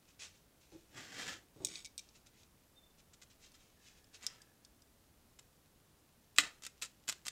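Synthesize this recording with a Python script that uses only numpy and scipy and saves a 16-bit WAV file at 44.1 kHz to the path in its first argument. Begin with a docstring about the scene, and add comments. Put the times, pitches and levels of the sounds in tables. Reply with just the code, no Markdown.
"""Foam rubs under turning fingers over a faint hiss; a steel sheet scrapes away and a utility knife rattles.
The blade rubs and ticks, breaks through a foam tube with one loud pop and slices on in crackly strokes.
Friction and tearing are random grains through coloured spectra; hard contacts ring sets of resonances.
Bench top and near shelves answer every handling sound in this small shop."""
import sys
import numpy as np
from scipy import signal
from scipy.fft import rfft, irfft, next_fast_len
from scipy.io import wavfile

SR = 44100
rng = np.random.default_rng(int(sys.argv[2]) if len(sys.argv) > 2 else 0)


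def output_pcm(signal):
    """Save a mono or channel-first signal as 16-bit PCM at the path in sys.argv[1].

    Samples are clipped to [-1, 1] before scaling.
    """
    pcm = np.clip(np.atleast_2d(signal).T, -1, 1) * 32767
    wavfile.write(sys.argv[1], SR, np.round(pcm).astype(np.int16))


N = 322371
T = np.arange(N) / SR
SIZE = next_fast_len(N + SR)  # padded, so that tails do not wrap round
HZ = np.fft.rfftfreq(SIZE, 1 / SR)


def amp(db):
    """Decibels to gain."""
    return 10 ** (np.asarray(db) / 20)


def unit(x):
    """x at rms 1."""
    return x / np.sqrt(np.mean(x ** 2) + 1e-20)


def along(points, hz):
    """(Hz, value) points read on a log frequency axis."""
    f, value = np.transpose(points)
    return np.interp(np.log(hz + 1), np.log(f), value)


def gain(rows):
    """A (s, dB) curve as gain per sample, silent outside its span."""
    s, db = np.transpose(rows)
    return amp(np.interp(T, s, db, left=-200, right=-200))


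def filtered(x, response):
    """x through a frequency response."""
    return irfft(rfft(x, SIZE) * response, SIZE)[:N]


def colour(points):
    """The causal response with this spectrum: its cepstrum is folded onto positive time."""
    cepstrum = irfft(np.log(amp(along(points, HZ))), SIZE)
    cepstrum[1:SIZE // 2] *= 2
    cepstrum[SIZE // 2:] = 0
    return np.exp(rfft(cepstrum))


def body(modes):
    """The summed response of resonances (Hz, width Hz, dB)."""
    return sum(amp(db) * 1j * HZ * w / (f * f - HZ * HZ + 1j * HZ * w) for f, w, db in modes)


def peaked(response):
    """The response scaled so that a unit impulse peaks at 1."""
    return response / np.abs(irfft(response, SIZE)).max()


def low_passed_noise(corner_hz):
    """Noise at rms 1 that wanders no faster than about corner_hz."""
    return unit(filtered(rng.standard_normal(N), 1 / (1 + (HZ / corner_hz) ** 4)))


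def blows(rows, chatter=0, life=.003):
    """One impulse per (s, dB) row, with a chatter of the contact that decays over life seconds."""
    force = np.zeros(N + SR)
    t = T[:SR // 20]
    for s, db in rows:
        contact = chatter * rng.standard_normal(len(t)) * np.exp(-t / life)
        contact[0] = 1
        force[round(s * SR):][:len(t)] += amp(db) * contact / np.linalg.norm(contact)
    return force[:N]


def grains(rate, spread_db):
    """Random tiny impulses, rate per second, of uneven size and either sign, rms 1."""
    present = rng.random(N) < rate / SR
    sign = rng.choice([-1, 1], N)
    size = amp(spread_db * np.clip(rng.standard_normal(N), -2, 2))
    return unit(present * sign * size)


def swell(peak, rise, fall, db):
    """One push of the hand: a rounded rise and a steady fade, each spanning 20 dB in its time."""
    before = ((peak - T) / rise) ** 2
    after = (T - peak) / fall
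    return amp(db - 20 * np.where(T < peak, before, after).clip(0, 10))


# Air rumble and hiss. Each row: frequency in Hz, relative level in dB.
HISS_SPECTRUM = [(12, -44), (20, -4), (27, -6), (74, -4), (116, -6.5), (215, -9.5), (247, -10), (431, -14),
                 (1110, -21), (1210, -21), (2180, -24.5), (14100, -27.5), (15800, -29.5)]


def air():
    """Steady low rumble and faint hiss of the air: coloured noise."""
    return amp(-68.5) * unit(filtered(rng.standard_normal(N), colour(HISS_SPECTRUM)))


# Reverb time of the shop. Each row: frequency in Hz, time to fall 60 dB in seconds.
ROOM_DECAY = [(200, 0.6), (2000, 0.27), (6000, 0.24), (14000, .18)]


def echoes(shelves_db, room_db):
    """The response of one spot in the shop: a quick scatter off the shelves and a short tail."""
    t = T[:SR // 2]
    shelves = rng.standard_normal(len(t)) * amp(-60 * t / 0.026) * (t > .002)
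    # the tail fades at its own speed in each band
    hz, when, bands = signal.stft(rng.standard_normal(len(t)), SR, nperseg=256)
    fade = amp(-60 * when / along(ROOM_DECAY, hz)[:, None])
    tail = signal.istft(bands * fade, SR, nperseg=256)[1][:len(t)] * (t > .008)
    shelves = amp(shelves_db) * shelves / np.linalg.norm(shelves)
    tail = amp(room_db) * tail / np.linalg.norm(tail)
    absorbed = amp(along([(300, -6), (2000, 0.0), (4500, -2.5), (8000, -0.5), (9000, -6.5), (10500, -12.0)], HZ))
    return absorbed * rfft(shelves + tail, SIZE)


def shop(x, bench_db):
    """One dulled echo off the bench top; the other echoes drift steadily between two spots, for moving hands."""
    delay = np.exp(-2j * np.pi * HZ * .00148)  # 1.48 ms
    bounce = amp(bench_db) * delay / (1 + 1j * HZ / 5000)
    drift = 2 * np.pi * 1.3 * T
    shares = (np.cos(drift), np.sin(drift))
    spots = sum(filtered(x * share, echoes(shelves_db=-4.5, room_db=-14.5)) for share in shares)
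    return filtered(x, 1 + bounce) + spots


# The sheet's slide before it catches and after it jerks free. Each row: time in seconds, relative scrape in dB.
SHEET_SLIDE = [
    [(0.9, -80), (0.976, -49.5), (1.074, -58), (1.172, -50), (1.202, -44), (1.26, -49), (1.273, -43)],
    [(1.278, -40), (1.322, -50.5), (1.33, -47.5), (1.44, -78)],
]
# Steel on grit. Each row: frequency in Hz, relative level in dB.
SCRAPE_SPECTRUM = [(290, -35), (500, -4), (620, -15), (686, -10), (997, -10), (1770, -1), (2130, -3.5),
                   (3430, -7), (4640, -7.5), (5920, -9), (7240, -8.5), (9370, -22), (14200, -28),
                   (15500, -36)]
# Damped modes of the sheet. Each row: frequency in Hz, width in Hz, relative level in dB.
SHEET_MODES = [(1740, 280, 0), (3070, 490, -6), (5140, 500, -10)]
# The shaken bench top. Each row: frequency in Hz, relative level in dB.
RUMBLE_SPECTRUM = [(41, -25), (70, -19), (103, 3), (214, -4), (278, 2.5), (378, 0), (454, -4), (700, -10.5),
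                   (910, -8), (1540, -120)]
JUDDER_TOP_HZ, JUDDER_DB = 69.5, .9  # stick and slip: fastest wobble, rms depth
RUMBLE_DB, RUMBLE_GROWTH = -54, 0.61  # bench rumble at the hardest scrape; its dB per dB of scrape


def sheet():
    """The steel sheet judders over grit, sings in its damped modes, catches once and shakes the bench top."""
    grit = unit(filtered(grains(rate=6000, spread_db=4.5), colour(SCRAPE_SPECTRUM)))
    singing = body(SHEET_MODES) * colour([(600, -24), (1500, -3), (6000, -3), (12000, -10)])
    ring = unit(filtered(grains(rate=1800, spread_db=1.0), singing))
    drive = sum(gain(shove) for shove in SHEET_SLIDE)
    judder = amp(JUDDER_DB * low_passed_noise(JUDDER_TOP_HZ))
    scrape = drive * judder * (grit + amp(-6) * ring)
    shake = (drive / drive.max()) ** RUMBLE_GROWTH
    rumble = shake * unit(filtered(rng.standard_normal(N), colour(RUMBLE_SPECTRUM)))
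    return amp(-2.5) * scrape + amp(RUMBLE_DB) * rumble


# Soft hand knocks on the bench. Each row: time in seconds, relative level in dB.
HAND_KNOCKS = [(0.721, -51.5), (0.748, -50), (1.562, -49.5), (1.604, -40), (1.638, -44.5), (1.685, -52.5),
               (1.713, -55)]
# Modes of the bench top. Each row: frequency in Hz, width in Hz, relative level in dB.
BENCH_MODES = [(113, 49, -7.5), (176, 53, -8), (291, 32, 2), (329.5, 26, 7), (397, 60, -12), (535, 41, -11),
               (734, 100, -18)]


def knocks():
    """The hand settles on the bench, too soft to excite the treble of its modes."""
    flesh = 1 / (1 + 1j * HZ / 800) ** 2
    contacts = blows(HAND_KNOCKS, chatter=0.11, life=0.026)
    return amp(4.5) * filtered(contacts, peaked(body(BENCH_MODES) * flesh))


# The handle gripped and the blade pushed out. Each row: time in seconds, relative level in dB, treble in dB.
HANDLE_RATTLES = [(1.6486, -17, -4.5), (1.67, -30, -9), (1.686, -36, -21), (1.7175, -46, -26),
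                  (1.7562, -28.5, -40), (1.8468, -35.5, -13), (1.8528, -33.5, -19), (1.859, -32, -19),
                  (1.872, -44, -37), (1.9790, -28.5, -2), (1.9867, -37.5, -25), (1.9929, -32.5, -15),
                  (2.0896, -49, -20), (2.2688, -49, -6), (2.433, -49, -30)]
# Modes of the metal handle. Each row: frequency in Hz, width in Hz, relative level in dB.
HANDLE_MODES = [(2303, 92, -1), (3720, 300, 4), (4610, 290, 0.5), (5320, 190, -0.5), (5860, 120, 0.5),
                (6540, 300, 5), (7730, 200, 2.5), (8300, 160, 0), (9400, 150, -10), (10800, 150, -18)]
LOW_MODE_FALL = 0.85  # dB lost by the handle's lowest mode per dB of treble in a contact


def rattles(shift, scatter_db, treble_gain_db):
    """Each contact in the hand-damped handle is a dry crack plus its modes, slightly varied each time."""
    out = np.zeros(N + SR)
    t = T[:SR // 20]
    hz, width, level = np.transpose(HANDLE_MODES)[:, :, None]
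    for s, db, treble_db in HANDLE_RATTLES:
        level_luck, pitch_luck, phase_luck = rng.standard_normal((3, len(hz), 1))
        treble = treble_db + treble_gain_db
        # harder contacts reach the upper modes, softer ones favour the lowest
        hardness = np.clip((hz - 5500) / 2500, 0, 1) * min(treble, 2)
        softness = np.minimum(-LOW_MODE_FALL * (hz < 3000) * treble, 4)
        strength = amp(level + hardness + softness + scatter_db * level_luck)
        phase = 2 * np.pi * hz * (1 + shift * pitch_luck) * t + np.pi * phase_luck
        ring = unit((strength * np.sin(phase) * np.exp(-np.pi * width * t)).sum(0))
        crack = unit(np.gradient(rng.standard_normal(len(t))) * np.exp(-t / 0.0048))
        click = ring + amp(treble_db / 2 + 0.5) * crack
        out[round(s * SR):][:len(t)] += amp(db + 10.5) * click / np.linalg.norm(click)
    return filtered(out[:N], 1 / (1 + (2500 / (HZ + 1)) ** 6))  # thin below 2.5 kHz


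# The knife dragged off the bench. The row: peak in seconds, rise in seconds, fall in seconds, relative level in dB.
KNIFE_DRAG = (1.79, 0.2, 0.06, -56)
# The blade shifting in its holder. Each row: time in seconds, relative level in dB.
BLADE_TICKS = [(3.5186, -48), (4.043, -50.5), (4.266, -19), (4.4182, -42.5), (4.649, -41), (4.8206, -49)]
# Modes of the blade. Each row: frequency in Hz, width in Hz, relative level in dB.
BLADE_MODES = [(3650, 370, -2.5), (4600, 310, -10), (5030, 180, 12.5), (5330, 390, 6), (5800, 360, 3),
               (7000, 760, -3), (7480, 180, -1), (8440, 140, 0), (9000, 350, -1.5), (12500, 1300, -8)]


def knife():
    """The knife drags off the bench and rattles in the grip; later the blade ticks under load."""
    scraping = body(HANDLE_MODES) + amp(-5) * colour(SQUEAK_SPECTRUM)
    drag = amp(1.5) * swell(*KNIFE_DRAG) * unit(filtered(grains(rate=900, spread_db=3.0), scraping))
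    contacts = blows(BLADE_TICKS, chatter=0.28, life=0.0022)
    ticks = amp(1.0) * filtered(contacts, peaked(body(BLADE_MODES)))
    metal = rattles(shift=0.022, scatter_db=2.0, treble_gain_db=8) + drag + ticks
    return filtered(metal, colour([(9500, 0.5), (10500, -8.0), (15000, -12.5)]))


# Foam squeaking on skin or steel. Each row: frequency in Hz, relative level in dB.
SQUEAK_SPECTRUM = [(240, -49.5), (400, -4), (705, -13), (1030, -12.5), (1510, -5), (2030, -4), (2470, 1.5),
                   (3060, -1), (6580, -0.5), (9650, -12.5), (14100, -35), (15500, -50.5)]
GRIP_DB, SPLIT_GRIP_DB = -87, -81.5  # creaking of the held tube, whole and split


def creaks():
    """Single cells give way under the fingers, more strongly once the tube is split."""
    grip = amp(np.where(T < POP_CRACKS[0][0], GRIP_DB, SPLIT_GRIP_DB))
    return grip * unit(filtered(grains(rate=110, spread_db=7.0), colour(SQUEAK_SPECTRUM)))


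# Faint squeaks of gripped foam. Each row: start in seconds, length in seconds, start pitch in Hz,
# end pitch in Hz, width in Hz, relative level in dB.
FOAM_SQUEALS = [(2.327, 0.077, 2030, 1930, 200, -76), (2.745, 0.24, 3620, 3540, 100, -69),
                (3.513, 0.18, 3700, 3640, 160, -76), (3.746, 0.78, 1747, 1715, 220, -77),
                (4.28, .6, 1670, 1630, 220, -74.5)]
SQUEAL_PEAK = .2  # share of its length at which a squeak's swell is highest


def squeals():
    """Where the slipping turns nearly regular, a narrow, fuzzy tone swells and sags."""
    out = np.zeros(N)
    for s, length, start_hz, end_hz, width_hz, db in FOAM_SQUEALS:
        u = np.linspace(0, 1, round(length * SR))
        fuzz = low_passed_noise(width_hz / 2)[:len(u)]
        pitch = start_hz + (end_hz - start_hz) * u
        tone = np.sqrt(2) * fuzz * np.sin(2 * np.pi * np.cumsum(pitch) / SR)
        shape = u / SQUEAL_PEAK * np.exp(1 - u / SQUEAL_PEAK)
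        out[round(s * SR):][:len(u)] += amp(db - 1.5) * tone * shape
    return out


# Fingers and blade rubbing on foam. Each row: peak in seconds, rise in seconds, fall in seconds,
# relative level in dB.
FOAM_RUBS = [(.095, 0.023, 0.059, -64), (.2, .01, .06, -55.5), (.232, 0.033, 0.081, -48),
             (.36, 0.027, 0.079, -69.5), (.62, 0.023, 0.16, -67.5), (.72, 0.011, .3, -69),
             (2.01, .02, .3, -69.5), (2.16, 0.019, 0.038, -63.5), (2.268, 0.009, 0.028, -61),
             (2.42, 0.11, 0.049, -67.5), (3.0, 0.027, .025, -64), (3.31, 0.017, 0.046, -63.5),
             (3.455, .06, 0.067, -59.5), (3.552, 0.021, 0.029, -61.5), (3.61, .03, 0.23, -67.5),
             (3.881, 0.082, 0.11, -62), (3.98, 0.023, .03, -66), (4.152, 0.023, 0.038, -53.5)]
# The blade gliding through the slit it has opened. Each row: peak in seconds, rise in seconds,
# fall in seconds, relative level in dB.
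BLADE_GLIDES = [(4.25, 0.06, 0.21, -53), (6.44, .045, 0.085, -42)]


def rubbing():
    """Skin and steel stick and slip on the fine cells of the foam; a gliding blade also stirs the tube."""
    pressure = sum(swell(*push) for push in FOAM_RUBS)
    rub = pressure * unit(filtered(grains(rate=3900, spread_db=3.5), colour(SQUEAK_SPECTRUM)))
    swish = colour([(100, -6.0), (420, -3.5), (700, -7), (1000, -3), (2200, -2.5),
                    (4000, -6.0), (7500, -8.5), (10000, -18.5), (15000, -31.5)])
    stirred = swish * (1 + amp(-4) * body(TUBE_MODES))
    slips = unit(filtered(grains(rate=2200, spread_db=5.5), stirred))
    glide = sum(swell(*push) for push in BLADE_GLIDES) * slips
    return amp(-2.5) * rub + amp(-5.0) * glide


# The blade breaking through the tube's skin: first crack, then its duller follow-ups.
# Each row: time in seconds, dry peak in dB, brightness (low-pass corner) in Hz.
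POP_CRACKS = [(6.3847, 0, 30400), (6.3862, -6, 3580), (6.387, -12.5, 12000), (6.398, -19, 5100),
              (6.3994, -19.5, 4030)]
# The bursting skin. Each row: frequency in Hz, relative level in dB.
BURST_SPECTRUM = [(60, -38.5), (300, -20), (700, -16), (950, -10.5), (1300, -5), (1800, 3), (2400, 2.5),
                  (3200, 2.5), (4200, 3), (5900, -4), (7600, 2.5), (9000, -3.5), (10800, -14.5),
                  (13500, -8.5), (16000, -9.5)]
# Modes of the foam tube's wall. Each row: frequency in Hz, width in Hz, relative level in dB.
TUBE_MODES = [(1330, 25, -5), (1855, 28, -1), (2016, 27, 1.5), (2444, 28, -1), (2620, 39, -5.5),
              (2630, 34, -4.5), (3164, 21, -4), (3940, 50, 0), (4200, 35, -2.5), (4930, 30, -2),
              (7360, 57, -8)]
# The air in the tube's bore. Each row: frequency in Hz, width in Hz, relative level in dB.
BORE_MODES = [(293, 14, 0)]


def pop():
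    """The skin splits in quick cracks; the tube wall rings briefly and the air in its bore hums once."""
    burst = colour(BURST_SPECTRUM)
    cracks = 0
    for s, db, bright_hz in POP_CRACKS:
        dulled = burst / (1 + 1j * HZ / bright_hz) ** 2
        cracks = cracks + filtered(blows([(s, db)]), peaked(dulled))
    ring = amp(-22.5) * peaked(body(TUBE_MODES)) + amp(-43.0) * peaked(body(BORE_MODES))
    return cracks + filtered(blows([POP_CRACKS[0][:2]]), ring)


BITE_S, RELEASE_S = 0.0034, 0.0036  # attack and release of a stroke
RELAX_DB, RELAX_S = -26.5, 0.05  # rustle after a stroke: level against it, decay


def stroke(start, length, db):
    """The blade bites, tears evenly and lets go; the foam rustles on as it relaxes."""
    bite = np.clip((T - start) / BITE_S + 1 / 2, 0, 1)
    after = np.maximum(T - start - length, 0)
    return amp(db) * bite * (np.exp(-after / RELEASE_S) + amp(RELAX_DB) * np.exp(-after / RELAX_S))


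# Nicks and strokes of the blade. Each row: start in seconds, length in seconds, relative level in dB.
BLADE_CUTS = [(3.133, 0.013, -61.5), (3.216, .018, -58.5), (4.227, 0.021, -54.5), (5.389, 0.0039, -51.5),
              (6.362, 0.0022, -50), (6.377, .003, -46), (6.392, .017, -37), (6.632, 0.041, -53),
              (6.816, 0.043, -45.5), (7.076, 0.029, -44.5), (7.252, 0.031, -50.5)]
# Thick cell walls giving way under the blade. Each row: time in seconds, relative peak in dB.
WALL_SNAPS = [(6.6219, -35.5), (6.636, -29.5), (6.651, -30), (6.666, -25), (6.8220, -20.5), (6.8300, -22.5),
              (7.0799, -25), (7.0881, -15), (7.0957, -16), (7.1167, -29.5), (7.125, -27), (7.2600, -31),
              (7.2667, -22), (7.2816, -16.5)]
# Tearing foam. Each row: frequency in Hz, relative level in dB.
TEAR_SPECTRUM = [(60, -27), (250, -8.5), (700, -15), (1300, -5), (2600, -1.5), (3400, -2), (4100, -1.5),
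                 (5600, -2), (7400, 1.5), (8600, -5.5), (10000, -12.5), (14000, -18.5), (16000, -32)]
CHAIN_DB, CHAIN_S = -14.5, 0.0026  # neighbouring cells bursting: level against the snap's row, decay


def cutting():
    """Closed cells burst in dense runs; each thick wall that snaps takes a few neighbours with it."""
    effort = sum(stroke(*cut) for cut in BLADE_CUTS)
    chain = sum(amp(db + CHAIN_DB) * (T > s) * np.exp(-np.abs(T - s) / CHAIN_S) for s, db in WALL_SNAPS)
    foam = colour(TEAR_SPECTRUM) * (1 + amp(-7) * body(TUBE_MODES))
    crisp = foam * colour([(6000, 0), (12000, 2.5)])
    crackle = effort * unit(filtered(grains(rate=1500, spread_db=5), foam))
    bursts = chain * unit(filtered(grains(rate=3500, spread_db=2.5), crisp))
    late_snaps = [(s + 0.00071, db) for s, db in WALL_SNAPS]  # 0.71 ms after the chain sets in
    snaps = filtered(blows(late_snaps), peaked(crisp))
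    return amp(-2) * crackle + bursts + amp(-3.5) * snaps


def scene():
    """All the handling in the shop, over steady air rumble and hiss."""
    bench_work = sheet() + knocks() + knife()
    foam_work = creaks() + squeals() + rubbing() + pop() + cutting()
    return (shop(bench_work + foam_work, bench_db=-16.0) + air())[None]


CEILING = .54  # level the rounded peaks cannot pass, before the band limit
TOP_HZ = 15850  # band limit


def record(dry):
    """Rounds off the highest peaks, then cuts steeply above the band limit."""
    rounded = dry[0] / (1 + (dry[0] / CEILING) ** 4) ** (1 / 4)
    return filtered(rounded, 1 / (1 + (HZ / TOP_HZ) ** 120))[None]


dry = scene()
out = record(dry)
output_pcm(out)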